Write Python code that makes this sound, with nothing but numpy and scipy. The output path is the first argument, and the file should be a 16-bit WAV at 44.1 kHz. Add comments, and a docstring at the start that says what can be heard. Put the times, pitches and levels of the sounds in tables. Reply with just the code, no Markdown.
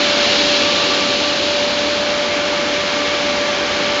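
"""A pneumatic grain blower discharging onto a pile, one microphone just above its steel spout.
From the start thousands of kernels a second hiss along the pipe and glance off the deflector hood,
while the twelve-bladed fan hums through the pipe and the air roars.
After a second or so the pipe's hiss fades;
from about two seconds on the hood's lower ring comes through."""
import sys
import numpy as np
from scipy import signal
from scipy.io import wavfile

SR = 44100
rng = np.random.default_rng(int(sys.argv[2]) if len(sys.argv) > 2 else 0)


def persist_wave(psi):
    """Save psi, clipped to +-1, as 16-bit WAV."""
    counts = np.round(np.clip(psi, -1, 1) * 32767).astype(np.int16)
    wavfile.write(sys.argv[1], SR, np.atleast_2d(counts).T)


N = 176400

# the jet's low roar at the microphone: t/s, level/dB
ROAR_LEVEL = [(0, -27), (.5, -27.5), (1.1, -28), (2.2, -30.5), (4, -30)]


def from_db(db):
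    """Decibels to gain."""
    return 10 ** (np.asarray(db) / 20)


def rms_one(x):
    """Scale to unit rms."""
    return x / np.sqrt(np.mean(x ** 2) + 1e-20)


def in_time(curve):
    """Join (time, value) points by straight lines, one value a sample."""
    times, values = np.transpose(curve)
    return np.interp(np.arange(N) / SR, times, values)


def drift(rate_hz):
    """Slow random wander of rms about 1, drawn once every 40 samples."""
    pole = np.exp(-2 * np.pi * rate_hz * 40 / SR)
    white = rng.standard_normal(N // 40 + 2002)
    slow = signal.lfilter([1], [1, -2 * pole, pole * pole], white)[2000:]
    return np.interp(np.arange(N) / 40, np.arange(len(slow)), rms_one(slow))


def kernel_impacts(modes, hits_per_s, spread_db):
    """Random hits of uneven size, each ringing every steel resonance with its own strength; rms 1."""
    struck = rng.random(N) < hits_per_s / SR
    hits = struck * from_db(spread_db * np.minimum(rng.exponential(1, N), 6))
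    ringing = 0
    for hz, width_hz, db in modes:
        r = np.exp(-np.pi * width_hz / SR)
        zeros = [(1 - r * r) / 2, 0, (r * r - 1) / 2]
        poles = [1, -2 * r * np.cos(2 * np.pi * hz / SR), r * r]
        ringing += from_db(db) * signal.lfilter(zeros, poles, hits * rng.standard_normal(N))
    return rms_one(ringing)


def pipe_hiss():
    """Kernels strike the pipe wall so densely that they merge into a hiss."""
    # the pipe at the microphone: t/s, level/dB
    pipe_level = [(0, -19.5), (.35, -17), (.55, -18), (.8, -18.5), (1.3, -21), (1.8, -22.5), (2.4, -28.5),
                  (3.2, -26.5), (3.7, -28.5), (3.9, -25), (4, -27.5)]
    # resonances of the wall: f/Hz, width/Hz, relative level/dB
    pipe_modes = [(2400, 400, -5.5), (2830, 440, -1), (3320, 420, -1.5), (3900, 380, -1), (4270, 380, -1),
                  (4970, 670, -8.5), (5900, 1000, -19.5), (6700, 530, -18)]
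    return from_db(in_time(pipe_level)) * kernel_impacts(pipe_modes, hits_per_s=26000, spread_db=2.0)


def hood_ring():
    """Kernels glance off the deflector hood, which rings lower than the pipe."""
    # the hood at the microphone: t/s, level/dB
    hood_level = [(0, -24.5), (.8, -30), (1.7, -30.5), (2.3, -25.5), (3.0, -25), (3.65, -25.5), (3.9, -24),
                  (4, -24.5)]
    # resonances of the hood: f/Hz, width/Hz, relative level/dB
    hood_modes = [(1270, 230, -14), (1680, 130, -3.5), (2166, 170, 3), (2366, 160, -0.5), (2830, 300, -2.5),
                  (3190, 360, -0.5), (3940, 600, -7), (5160, 400, -11)]
    return from_db(in_time(hood_level)) * kernel_impacts(hood_modes, hits_per_s=14000, spread_db=2.5)


def fan_tone(phase, flutter):
    """A slowly swelling sine whose strength and phase are shaken by the moving air; rms 1."""
    shaken = 1 + flutter * (drift(rate_hz=14.7) + 1j * drift(rate_hz=14.7))
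    swell_db = 0.6 * drift(rate_hz=6.1)
    carrier = np.exp(1j * (phase + 2 * np.pi * rng.random()))
    return rms_one(from_db(swell_db) * np.real(shaken * carrier))


def fan_hum(blades=12, wobble_hz=4.9):
    """One unevenly turning drive sets the blade tone, its octave and weaker shaft tones."""
    # blade-passing pitch: t/s, f/Hz
    blade_pitch = [(0, 584.3), (.4, 583.1), (1.1, 582.6), (1.6, 585.8), (2.3, 586.8), (4, 583.5)]
    # the blade tone at the microphone: t/s, level/dB
    blade_level = [(0, -22), (.2, -20), (.32, -23), (.55, -23), (.78, -23.5), (.98, -26), (1.1, -24),
                   (1.4, -25), (1.62, -21), (1.75, -24), (2.0, -21.8), (2.45, -24), (2.62, -22),
                   (2.85, -24.5), (3.3, -22.5), (3.65, -24.5), (4, -23.5)]
    # its octave: t/s, level/dB
    octave_level = [(0, -35), (.35, -42), (.72, -31), (.97, -27), (1.3, -37.5), (1.6, -47), (1.95, -40),
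                    (2.3, -37), (3.1, -33), (4, -34)]
    # weaker tones: multiple of the shaft rate, level/dB at average roar
    shaft_tones = [(4, -46.5), (6, -35.5), (8, -40), (10, -38), (11, -39.5), (36, -42.5)]
    wobble = 0.0015 * np.sin(2 * np.pi * wobble_hz * np.arange(N) / SR)
    wander = 0.00088 * drift(rate_hz=5.4)
    phase = 2 * np.pi * np.cumsum(in_time(blade_pitch) * (1 + wobble + wander)) / SR
    blade = from_db(in_time(blade_level)) * fan_tone(phase, flutter=0.11)
    octave = from_db(in_time(octave_level)) * fan_tone(2 * phase, flutter=0.37)
    shaft = sum(from_db(db) * fan_tone(phase * k / blades, flutter=0.5) for k, db in shaft_tones)
    roar_db = in_time(ROAR_LEVEL)
    return blade + octave + from_db(roar_db - roar_db.mean()) * shaft


def turbulence(spectrum, flicker_db):
    """Third-octave bands of noise, each flickering a little on its own; rms 1."""
    edges_hz = 20 * 2 ** (np.arange(28) / 3)
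    hz, db = np.transpose(spectrum)
    white = rng.standard_normal((2, N + SR))  # neighbouring bands take separate noise
    noise = 0
    for k, (low, high) in enumerate(zip(edges_hz, edges_hz[1:])):
        bandpass = signal.butter(2, [low, high], "band", fs=SR, output="sos")
        band = signal.sosfilt(bandpass, white[k % 2])[SR:]
        log_centre = np.log(low * high) / 2
        level_db = np.interp(log_centre, np.log(hz), db, left=db[0] - 7, right=db[-1] - 18.5)
        noise += band * from_db(level_db + flicker_db * drift(rate_hz=8.8))
    return rms_one(noise)


def air_jet():
    """Turbulent air leaves the spout with a broad rush and a low roar."""
    # the rush at the microphone: t/s, level/dB
    rush_level = [(0, -21.5), (.5, -21.5), (1.1, -23), (1.7, -23.5), (2.3, -23), (3.2, -22.5), (4, -22.5)]
    # spectral density of the rush: f/Hz, relative level/dB
    rush_spectrum = [(25, -22.5), (45, -13.5), (68, -5.5), (100, -5.5), (135, -9.5), (200, -5.5), (450, -3),
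                     (600, 0), (830, 0), (1030, -1.5), (1300, -0.5), (1750, -1), (2000, -4), (2600, -6.5),
                     (4000, -8.5), (5000, -9), (7000, -16), (8000, -20)]
    # spectral density of the roar: f/Hz, relative level/dB
    roar_spectrum = [(100, -17.5), (150, -15), (200, -1.5), (290, 0.5), (370, -2), (470, -11.5),
                     (800, -16.5)]
    rush = from_db(in_time(rush_level)) * turbulence(rush_spectrum, flicker_db=0.37)
    roar = from_db(in_time(ROAR_LEVEL)) * turbulence(roar_spectrum, flicker_db=0.2)
    return rush + roar


def spout(sound):
    """The steel spout colours the air and grain noise on its way out."""
    # narrow peaks and dips: f/Hz, width/Hz, gain/dB
    spout_colour = [(450, 35, 1), (842, 55, 2.5), (1055, 76, -1.5), (2010, 110, -3), (2304, 95, 2),
                    (2700, 62, 1), (3510, 30, 4), (3650, 90, -2.5), (3700, 70, 2.5), (4170, 60, 1),
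                    (4670, 90, 1.5), (5200, 130, 1), (6470, 120, -3.5), (6610, 80, 3)]
    for hz, width_hz, db in spout_colour:
        b, a = signal.iirpeak(hz, hz / width_hz, fs=SR)
        sound = sound + (from_db(db) - 1) * signal.lfilter(b, a, sound)
    return sound


def scene():
    """Grain, fan and air, close up at one microphone."""
    grain = pipe_hiss() + hood_ring()
    return (fan_hum() + spout(air_jet() + grain))[None]


def record(dry, rolloff_hz=7060, cutoff_hz=8300):
    """A narrow-band recorder: the top rolls off and is then cut."""
    rolloff = signal.butter(12, rolloff_hz, fs=SR, output="sos")
    cutoff = signal.cheby2(18, 70, cutoff_hz, fs=SR, output="sos")
    return signal.sosfilt(cutoff, signal.sosfilt(rolloff, dry))


dry = scene()
out = record(dry)
persist_wave(out)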